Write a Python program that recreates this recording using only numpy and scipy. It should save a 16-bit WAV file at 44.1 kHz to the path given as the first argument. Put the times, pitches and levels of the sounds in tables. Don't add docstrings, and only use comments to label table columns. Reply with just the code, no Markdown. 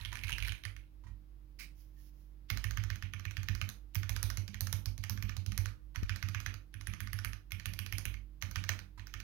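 import sys
import numpy as np
from scipy import signal
from scipy.fft import rfft, irfft
from scipy.io import wavfile

SR = 44100
rng = np.random.default_rng(int(sys.argv[2]) if len(sys.argv) > 2 else 0)


def dump_mix(stems):
    frames = np.atleast_2d(stems).T
    limited = np.clip(frames, -1, 1)
    pcm = np.round(limited * 32767).astype(np.int16)
    wavfile.write(sys.argv[1], SR, pcm)


N = 407043
TIME = np.arange(N) / SR
KEY_SIZE = 2600

# t/s, click level/dB, brightness/dB, desk thump/dB, kind of key
PRESSES = [(2.5018, -37.5, 0.5, -28, "full"), (2.6415, -39.5, -3, -28, "full"),
           (2.7725, -39, 0, -27.5, "round"), (2.902, -40.5, 1.5, -30.5, "round"),
           (3.0245, -44, -1.5, -33.5, "round"), (3.136, -44, -1, -35, "round"),
           (3.2529, -43, -2, -32.5, "round"), (3.3689, -42, 0, -29, "round"),
           (3.486, -38.5, 2, -24.5, "round"), (3.6146, -38.5, 1.5, -28.5, "round"),
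           (3.9545, -43, 6.5, -25.5, "full"), (4.0934, -43, -5, -27.5, "sharp"),
           (4.229, -45, 3.5, -27.5, "sharp"), (4.3722, -49.5, -0.5, -28.5, "thin"),
           (4.479, -54.5, -6, -30, "thin"), (4.6076, -50, 9, -28, "sharp"),
           (4.7272, -44, 1, -26.5, "sharp"), (4.858, -53.5, 4.5, -29, "thin"),
           (4.9788, -61.5, 2, -32, "thin"), (5.0965, -46.5, 3, -27, "sharp"),
           (5.2253, -45.5, 2.5, -26.5, "full"), (5.367, -55, -1, -29.5, "thin"),
           (5.4629, -57, 1, -27.5, "thin"), (5.5774, -44, -1.5, -25.5, "sharp"),
           (5.959, -42.5, 3.5, -30, "deep"), (6.0946, -37, -1, -29.5, "deep"),
           (6.227, -39.5, 2, -28.5, "deep"), (6.3472, -37.5, -1.5, -31, "deep"),
           (6.4623, -36.5, 1.5, -31.5, "deep"), (6.741, -51, -5.5, -38.5, "springy"),
           (6.871, -42, -1.5, -31.5, "springy"), (7.0044, -43, -0.5, -33.5, "springy"),
           (7.131, -42.5, 1, -30.5, "springy"), (7.2474, -38, -1, -32, "springy"),
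           (7.5195, -44, 1, -34.5, "bright"), (7.6573, -41, 2, -32.5, "bright"),
           (7.79, -43, 4, -34, "bright"), (7.925, -42, 2.5, -32.5, "bright"),
           (8.0537, -41.5, 3.5, -30.5, "bright"), (8.424, -41, 6.5, -32.5, "hard"),
           (8.5585, -37.5, 0, -31, "hard"), (8.6914, -33.5, 5, -31.5, "hard"),
           (8.9957, -52.5, -6, -51.5, "hard"), (9.1396, -44, 0, -40, "hard")]
# t/s, level/dB, brightness/dB
RELEASES = [(2.573, -45, 0.5), (2.709, -45, -2), (2.8376, -46, -4.5), (2.958, -53, 0.5),
            (3.1964, -50.5, -6.5), (3.3099, -51, -2), (3.4315, -52.5, 1), (3.5507, -48.5, 2),
            (3.6902, -51.5, 10.5), (4.0322, -44.5, -9.5), (4.1633, -41.5, -2.5), (4.3017, -42, -1),
            (4.5441, -47, -6.5), (4.6705, -46, 3), (5.0384, -44.5, -3.5), (5.175, -48.5, -8),
            (5.294, -43.5, -8), (5.5198, -49, -1), (5.6583, -41.5, -7), (6.032, -49.5, -5.5),
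            (6.1602, -46.5, -2.5), (6.2869, -46.5, -2.5), (6.4023, -48, 0), (6.5413, -50, -3.5),
            (6.8109, -53, -1.5), (6.9367, -45.5, -9.5), (7.073, -47.5, -10), (7.189, -43.5, -7.5),
            (7.3327, -48, -5.5), (7.598, -49, -5.5), (7.736, -54.5, 8.5), (7.863, -48.5, 0),
            (7.9829, -46.5, 8), (8.1415, -51, -9.5), (8.5118, -53, 5.5), (8.6396, -45, -4.5),
            (8.7909, -48.5, -4.5), (9.07, -53.5, 1), (9.202, -49.5, -2.5)]
# t/s, tap/dB, desk thump/dB
TOUCHES = [(0.0, -60, -38), (0.126, -53.5, -67), (1.038, -69.5, -44), (1.068, -67.5, -53),
           (1.093, -93.5, -40), (5.949, -57.5, -48), (8.977, -60, -43)]
KEY_KINDS = {"round": (1838, -8, -14.5, 13400, -26), "full": (1911, -5, -6, 13898, -26),
             "sharp": (1796, 4, 3, 12800, -24.5), "thin": (2303.5, 7, -0.5, 12015, -26),
             "deep": (1759, -8.5, -18.5, 12805, -24), "springy": (1815, -8, -5.5, 10898, -21.5),
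             "bright": (2325, -7, -6.5, 11500, -20), "hard": (1785, -5.5, -14, 14203, -21.5)}


def from_db(db):
    return 10 ** (np.asarray(db) / 20)


def rms_one(x):
    return x / np.sqrt(np.mean(x ** 2) + 1e-20)


def at_hz(points, hz):
    freqs, values = np.transpose(points)
    return np.interp(np.log(np.maximum(hz, 1)), np.log(freqs), values)


def band(x, low_hz, high_hz):
    edges_hz = [low_hz, min(high_hz, SR / 2 - 1000)]
    return signal.sosfilt(signal.butter(2, edges_hz, "band", fs=SR, output="sos"), x)


def colour(x, points):
    size = 8192
    gains = from_db(at_hz(points, np.fft.rfftfreq(size, 1 / SR)))
    cepstrum = irfft(np.log(gains))
    cepstrum[1:size // 2] *= 2
    cepstrum[size // 2 + 1:] = 0
    return signal.fftconvolve(x, irfft(np.exp(rfft(cepstrum))))[:len(x)]


def drift(per_s):
    knots = rng.standard_normal(1000)
    return np.interp(TIME * per_s, np.arange(len(knots)), knots)


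def add(track, s, sound):
    start = max(round(s * SR), 0)
    track[start:start + len(sound)] += sound[:N - start]


def grains(size, per_s, spread_db):
    born = rng.random(size) < per_s / SR
    return born * rng.standard_normal(size) * from_db(spread_db * rng.standard_normal(size))


def push(length_s):
    force = np.sin(np.pi * np.clip(TIME[:KEY_SIZE] / length_s, 0, 1)) ** 2
    return force / force.sum()


def ringing(modes, t, uneven_db):
    hz, level_db, t60 = np.transpose(modes)[:, :, None]
    tones = from_db(level_db - 60 * t / t60) * np.sin(2 * np.pi * hz * t)
    return from_db(uneven_db * rng.standard_normal(len(modes))) @ tones


def background(hum_left_db=-8, hum_right_db=3.0, waver=0.12):
    # f/Hz, level/dB per Hz
    air = [(20, -100), (50, -84), (70, -81), (100, -82), (140, -90), (200, -95), (400, -102.5),
           (700, -110.5), (2000, -117.5), (5000, -123), (8000, -132), (11000, -124.5), (16000, -123)]
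    # f/Hz, level/dB
    air_left = [(200, -11.5), (1000, 0), (16000, 1.5)]
    # f/Hz, level/dB
    hum_tones = [(48.6, -52.5), (145.6, -71.5), (194, -81.5), (307, -74), (311, -92.5), (344, -85.5)]
    hum = 0
    for hz, db in hum_tones:
        strength = from_db(db) * np.sqrt(2) * (1 + waver * drift(25.0))
        hum = hum + strength * np.sin(2 * np.pi * hz * (TIME + 0.00096 * drift(4)))
    left, right = [colour(rng.standard_normal(N) * np.sqrt(SR / 2), air) for side in range(2)]
    return np.array([colour(left, air_left), right]) + hum * from_db([[hum_left_db], [hum_right_db]])


def glide(length_s, start_hz, end_hz):
    t = np.arange(0, max(length_s, .002), 1 / SR)
    sweep = signal.chirp(t, start_hz, t[-1], end_hz) * signal.windows.tukey(len(t))
    return sweep / np.abs(rfft(sweep)).max()


def room(x, echo_db=0.0, tail_db=0.0, build_s=0.021):
    # delay/s, level/dB
    echoes = [(.0033, -10.5), (.0062, -18.5), (.0086, -13), (0.0108, -15), (0.027, -27), (0.034, -25.5)]
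    # start/s, end/s, from f/Hz, to f/Hz, level/dB
    chirps = [(.016, .034, 1800, 2550, -13), (.0255, .0315, 2150, 2650, -9.5),
              (.032, .036, 2200, 4800, -22)]
    # f/Hz, level/dB
    tail_colour = [(200, 14.5), (900, -4.5), (1400, -5), (1850, -10), (2400, -7), (3200, -4.5),
                   (4500, -7.5), (6400, -8.5), (8000, -9), (11000, -8), (16000, -14)]
    # f/Hz, t60/s
    tail_t60 = [(200, 0.34), (2000, 0.25), (6000, 0.2), (16000, 0.27)]
    t, edges_hz = TIME[:SR // 2], np.geomspace(120, 18000, 21)
    response = np.zeros(N)
    for low, high in zip(edges_hz, edges_hz[1:]):
        hz = np.sqrt(low * high)
        decay = from_db(-60 * t / at_hz(tail_t60, hz)) * (1 - np.exp(-t / build_s))
        tail = band(rng.standard_normal(len(t)), low, high) * decay / np.linalg.norm(decay)
        add(response, 0, from_db(tail_db + at_hz(tail_colour, hz)) * tail)
    for delay_s, db in echoes:
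        add(response, delay_s + rng.normal(0, .0002), from_db([db + echo_db]))
    for first_s, last_s, start_hz, end_hz, db in chirps:
        add(response, first_s, from_db(db + echo_db) * glide(last_s - first_s, start_hz, end_hz))
    return signal.fftconvolve(x, response[:len(t)])[:N]


def pop(start_s=6.028, onset_s=0.0016):
    # f/Hz, level/dB, t60/s
    tones = [(73, -16.5, 0.039), (158, -26.5, 0.017)]
    t = np.maximum(TIME - start_s, 0)
    swings = sum(from_db(db - 60 * t / t60) * np.sin(2 * np.pi * hz * t) for hz, db, t60 in tones)
    return signal.fftconvolve(swings, push(onset_s))[:N]


def rub(spectrum):
    return rms_one(colour(grains(N, per_s=12000, spread_db=2), spectrum))


def rustle():
    # t/s, level/dB
    levels = [(1.75, -79), (1.81, -65.5), (1.86, -76), (1.93, -84), (2.0, -68.5), (2.09, -69.5),
              (2.12, -82), (2.21, -75.5), (2.34, -90)]
    # f/Hz, level/dB
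    spectrum = [(1400, -11), (1800, -11), (2200, -14), (4000, -14), (5500, -3.5), (7000, -7), (8300, -26),
                (10000, -11), (15000, -2.5)]
    level_db = np.interp(TIME, *np.transpose(levels), left=-np.inf, right=-np.inf)
    return from_db(level_db) * rub(spectrum)


def brush(start_s=1.587, rise_s=0.0071, hold_s=0.011, fade_s=0.06, level_db=-51):
    # f/Hz, level/dB
    spectrum = [(500, -12.5), (1400, -5.5), (2000, -1), (2400, 0), (3200, -16.5), (5000, -3), (7000, -9),
                (11000, -16), (16000, -9)]
    corners_s = start_s + np.cumsum([0, rise_s, hold_s, fade_s])
    return from_db(level_db) * np.interp(TIME, corners_s, [0, 1, 1, 0]) * rub(spectrum)


def squeak():
    # middle t/s, half length/s, f/Hz, width/Hz, level/dB
    skin_squeak = (1.99, .03, 1800, 90, -75)
    s, half_s, hz, width_hz, db = skin_squeak
    swell = np.maximum(1 - np.abs(TIME - s) / half_s, 0)
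    tone = rms_one(band(rng.standard_normal(N), hz - width_hz / 2, hz + width_hz / 2))
    return from_db(db) * swell * tone


def sliding_db(s):
    # t/s, level/dB
    levels = [(0.0, -53.5), (0.156, -57.5), (0.3, -48), (0.378, -55.5), (0.476, -47), (0.656, -76),
              (0.798, -75), (0.95, -99)]
    return np.interp(s, *np.transpose(levels), right=-np.inf)


def sliding_fingers(level_db=-5):
    caps = [(1000, 0), (1750, 3.5), (2250, 2.5), (2700, -3.0), (3200, -4), (4200, -1)]   # f/Hz, level/dB
    ticks = 0
    for hz, db in caps:
        hollow = [(200, -22), (hz * 0.62, -17), (hz, 0), (hz * 1.11, -16), (7000, -24), (16000, -24)]
        ticks = ticks + from_db(db) * rms_one(colour(grains(N, per_s=110, spread_db=3), hollow))
    return from_db(sliding_db(TIME) + level_db) * rms_one(ticks)


def raked_caps(count=6, span_s=.56, flick_db=10, flick_hz=2520, spread_octaves=0.41, thump_db=5):
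    # t/s, level/dB, cap f/Hz, desk thump/dB, kind of stroke
    loud_flicks = [(0.0498, -36.5, 3270, -37, "straight"), (0.0563, -40.5, 2040, -45, "straight"),
                   (0.129, -35, 1510, -40.5, "straight"), (0.155, -34.5, 2090, -46, "straight"),
                   (0.171, -38.5, 1740, -51, "sideways"), (0.2363, -34, 2430, -32, "sideways"),
                   (0.2446, -39, 2070, -60, "sideways"), (0.2946, -31.5, 1720, -45, "sideways"),
                   (0.3208, -34, 2600, -30, "sideways"), (0.3275, -33, 2700, -41, "sideways"),
                   (0.336, -41, 2700, -38.5, "sideways"), (0.383, -31, 1700, -39, "sideways"),
                   (0.403, -41.5, 2900, -34, "sideways"), (0.4252, -32.5, 2340, -44, "sideways"),
                   (0.433, -42, 2330, -44, "sideways"), (0.4829, -33.5, 1740, -38, "sideways"),
                   (0.4935, -38, 3000, -42.5, "sideways"), (0.521, -35, 2200, -43, "straight"),
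                   (0.637, -41, 3740, -52, "straight"), (0.6519, -31.5, 2000, -36, "straight"),
                   (0.765, -45, 2100, -45.5, "straight")]
    flicks = list(loud_flicks)
    times = (np.arange(count) + rng.random(count)) * span_s / count
    for s, (softer_db, pitch) in zip(times, rng.standard_normal((count, 2))):
        slide_db, cap_hz = sliding_db(s), flick_hz * 2 ** (spread_octaves * pitch)
        flicks.append((s, slide_db + flick_db - softer_db, cap_hz, slide_db + thump_db, "sideways"))
    return flicks


def press_before(s):
    return [press for press in PRESSES if press[0] < s][-1]


def desk(flicks, lag_s=0.0036, push_s=0.007, rake_push_s=0.0084, thump_db=-2.5, lift_db=-10):
    # f/Hz, level/dB, t60/s, direction of swing at the microphone
    modes = [(51.8, -17, 0.78, -1), (71.5, -2, 0.015, -1), (96.84, 1, 0.29, 1), (111, -11.5, 0.019, -1),
             (170, -21, 0.15, -1), (197.6, -10.5, 0.5, 1), (228, -7, 0.07, -1)]
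    blows = [(s + lag_s, from_db(db + thump_db), push_s) for s, _, _, db, _ in PRESSES]
    blows += [(s + lag_s, from_db(db + thump_db), push_s) for s, _, db in TOUCHES]
    for s, _, _ in RELEASES:
        *_, load_db, _ = press_before(s)
        blows.append((s, -from_db(load_db + lift_db), push_s))
    blows += [(s, from_db(db), rake_push_s) for s, _, _, db, _ in flicks]
    out, t = np.zeros(N), TIME[:SR // 2]
    hz, level_db, t60, direction = np.transpose(modes)[:, :, None]
    decays = np.sign(direction) * from_db(level_db - 60 * t / t60)
    for s, force, length_s in blows:
        detune = 1 + .025 * rng.standard_normal()
        rings = decays * np.sin(2 * np.pi * hz * detune * t)
        shares = from_db(6.0 * rng.standard_normal(len(modes)))
        boom = rms_one(shares @ rings) * rings.sum(0).std()
        add(out, s, force * signal.fftconvolve(boom, push(length_s)))
    return out


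def case(knock_t60=0.057, knock_db=-1.5, tap_t60=0.18, tap_db=3.0, ring_db=-0.5):
    # f/Hz, level/dB, t60/s
    modes = [(990, 5.5, 0.082), (1067, -2, 0.099), (1240, -12, 0.068), (1550, -1, 0.035), (1900, 1, 0.073)]
    # f/Hz, level/dB
    fingertip = [(400, -10), (1000, 15.0), (1900, 2), (3000, -8.5), (6500, -3.5), (16000, -26)]
    out, t = np.zeros(N), TIME[:KEY_SIZE]
    for s, _, _, db, kind in PRESSES:
        *_, kind_db = KEY_KINDS[kind]
        knock = rms_one(band(rng.standard_normal(KEY_SIZE), low_hz=129, high_hz=297))
        add(out, s, from_db(db + kind_db + knock_db - 60 * t / knock_t60) * knock)
    for s, db, _ in TOUCHES:
        noise = rms_one(colour(rng.standard_normal(KEY_SIZE), fingertip))
        tap = from_db(tap_db - 60 * t / tap_t60) * noise
        add(out, s, from_db(db) * (tap + from_db(ring_db) * ringing(modes, t, uneven_db=6)))
    return out


def plate(level_db=-23):
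    # f/Hz, level/dB, t60/s
    modes = [(1470, -2, 0.2), (2280, -24, 0.11), (2487, -3.5, 0.3), (2640, -0.5, 0.091)]
    out, t = np.zeros(N), TIME[:SR // 4]
    for s, db, *_ in PRESSES:
        add(out, s, from_db(db + level_db) * ringing(modes, t, uneven_db=3))
    return out


def scrape(length_s):
    t = TIME[:KEY_SIZE]
    swell = np.sqrt(t / length_s) * (t < length_s)
    return rms_one(band(grains(KEY_SIZE, per_s=11000, spread_db=3), low_hz=1200, high_hz=5500)) * swell


def struck(modes, centre_hz, crack_db, low_hz, high_hz, focus_db=14.5, detune=0.023, uneven_db=3.5,
           rattle=0.88, rattle_s=0.0011, crack_cycles=31.0, build_s=0.000088):
    t = TIME[:KEY_SIZE]
    crack = (centre_hz, crack_db, crack_cycles / centre_hz)
    hz, level_db, t60 = np.transpose(list(modes) + [crack])[:, :, None]
    level_db = level_db - focus_db * np.abs(np.log2(hz / centre_hz))
    pitch, strength, phase = rng.standard_normal((3, len(hz), 1))
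    t60 = np.minimum(t60, 28 / hz)
    decay = from_db(level_db + uneven_db * strength - 60 * t / t60)
    rings = decay * np.sin(2 * np.pi * hz * (1 + detune * pitch) * t + 1.29 * phase)
    rings *= 1 - np.exp(-t / build_s)
    contacts = rattle * grains(KEY_SIZE, per_s=2700, spread_db=3) * np.exp(-t / rattle_s)
    contacts[0] = 1
    sound = band(signal.fftconvolve(rings.sum(0), contacts)[:KEY_SIZE], low_hz, high_hz)
    return sound / np.sqrt(np.mean(sound[:265] ** 2))


def click(cap_db, cap_hz, housing_db, spring_db, spring_hz, stroke="straight"):
    # f/Hz, level/dB, t60/s
    cap_modes = [(1217, 10, .026), (1398, 3.5, .022), (1532, 6.5, .025), (1757, 9.5, .026),
                 (1932, 2.5, .025), (2180, 6, .024), (2360, -3, .03), (2644, -6, .028), (3160, 3, .018)]
    # f/Hz, level/dB, t60/s
    housing_modes = [(3490, -14, 0.0036), (4390, 12.5, 0.0035), (5090, 8, 0.0076), (6070, 12, 0.0066),
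                     (6580, 7, 0.013)]
    # f/Hz, level/dB, t60/s
    spring_modes = [(9380, 5, 0.0032), (10400, 2, .005), (11780, 6.5, 0.015), (13200, -1.5, 0.0049),
                    (14630, 12.5, 0.012), (14300, -7.5, 0.011)]
    strokes = {"straight": (16, 7.3, 9.7), "sideways": (19, 15, 18)}
    crack_db, cycles, focus_db = strokes[stroke]
    clack = struck(cap_modes, cap_hz, crack_db, low_hz=1100, high_hz=4000, focus_db=focus_db,
                   detune=.008, uneven_db=1.5, rattle=.25, crack_cycles=cycles)
    tock = rms_one(band(rng.standard_normal(KEY_SIZE), low_hz=474, high_hz=1190))
    tock *= from_db(-2.5) * np.exp(-TIME[:KEY_SIZE] / 0.0085)
    tick = struck(housing_modes, centre_hz=5850, crack_db=-0.5, low_hz=3350, high_hz=8477)
    snap = struck(spring_modes, spring_hz, crack_db=3.0, low_hz=8500, high_hz=18000, focus_db=16.0)
    return from_db(cap_db) * clack + from_db(housing_db) * (tick + tock) + from_db(spring_db) * snap


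def keys(flicks, travel_s=0.013, scrape_db=-23, release_scrape_db=-16, housing_share=0.58):
    # t/s, housing tick/dB, spring snap/dB
    finger_ticks = [(3.699, -54.5, -70), (3.9472, -54, -44.5), (7.508, -62, -67), (8.416, -54, -68)]
    out = np.zeros(N)
    for s, db, bright_db, _, kind in PRESSES:
        cap_hz, tick_db, snap_db, spring_hz, _ = KEY_KINDS[kind]
        housing_db = db + tick_db + housing_share * bright_db
        stroke_s = travel_s * rng.uniform(0.94, 1.3)
        add(out, s - stroke_s, from_db(db + scrape_db) * scrape(stroke_s))
        add(out, s, click(db, cap_hz, housing_db, db + snap_db + bright_db, spring_hz))
    for s, db, bright_db in RELEASES:
        *_, kind = press_before(s)
        cap_hz, _, _, spring_hz, _ = KEY_KINDS[kind]
        housing_db, spring_db = db - 1.5 + housing_share * bright_db, db - 7.5 + bright_db
        add(out, s - travel_s, from_db(db + release_scrape_db) * scrape(travel_s))
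        add(out, s, click(db, 0.82 * cap_hz, housing_db, spring_db, spring_hz))
    for s, housing_db, spring_db in finger_ticks:
        add(out, s, click(-58, 1560, housing_db, spring_db, spring_hz=17000))
    for s, db, cap_hz, _, stroke in flicks:
        cap_db, housing_db, spring_db = db - 10, db - 18, db - 22
        add(out, s, click(cap_db, cap_hz, housing_db, spring_db, spring_hz=9860, stroke=stroke))
    return out


def scene(left_direct_db=4.5, left_tail_db=9.0, left_delay_s=.0001):
    # f/Hz, level/dB
    left_colour = [(100, -18.5), (500, -33), (1500, -17.5), (3000, -10.5), (5500, -22.5), (6700, -23.5),
                   (7300, -67), (8200, 3), (10000, -14), (12000, -14.5), (16000, -21)]
    # f/Hz, level/dB
    right_colour = [(100, 8.5), (700, -7), (1500, 2), (3000, 12), (6600, 3), (7600, 0), (8800, -2),
                    (10500, 10), (16000, 2.5)]
    flicks = raked_caps()
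    handling = sliding_fingers() + case() + plate() + brush() + squeak()
    boom = desk(flicks)
    direct = keys(flicks) + handling
    directions = [direct] + [keys(flicks) + handling for direction in range(2)]
    share = 1 / np.sqrt(len(directions))
    left_room = share * sum(room(x, tail_db=left_tail_db) for x in directions)
    right_room = share * sum(room(x) for x in directions)
    delayed = np.interp(TIME - left_delay_s, TIME, direct + boom)
    left = from_db(left_direct_db) * delayed + left_room + room(boom, echo_db=3.5, tail_db=-19.0)
    right = direct + boom + right_room + rustle()
    return np.array([colour(left, left_colour) + pop(), colour(right, right_colour)]) + background()


def record(dry, low_hz=36, high_hz=16200):
    thinned = signal.sosfilt(signal.butter(4, low_hz, "high", fs=SR, output="sos"), dry)
    return signal.sosfilt(signal.ellip(10, .2, 70, high_hz, fs=SR, output="sos"), thinned)


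dry = scene()
out = record(dry)
dump_mix(out)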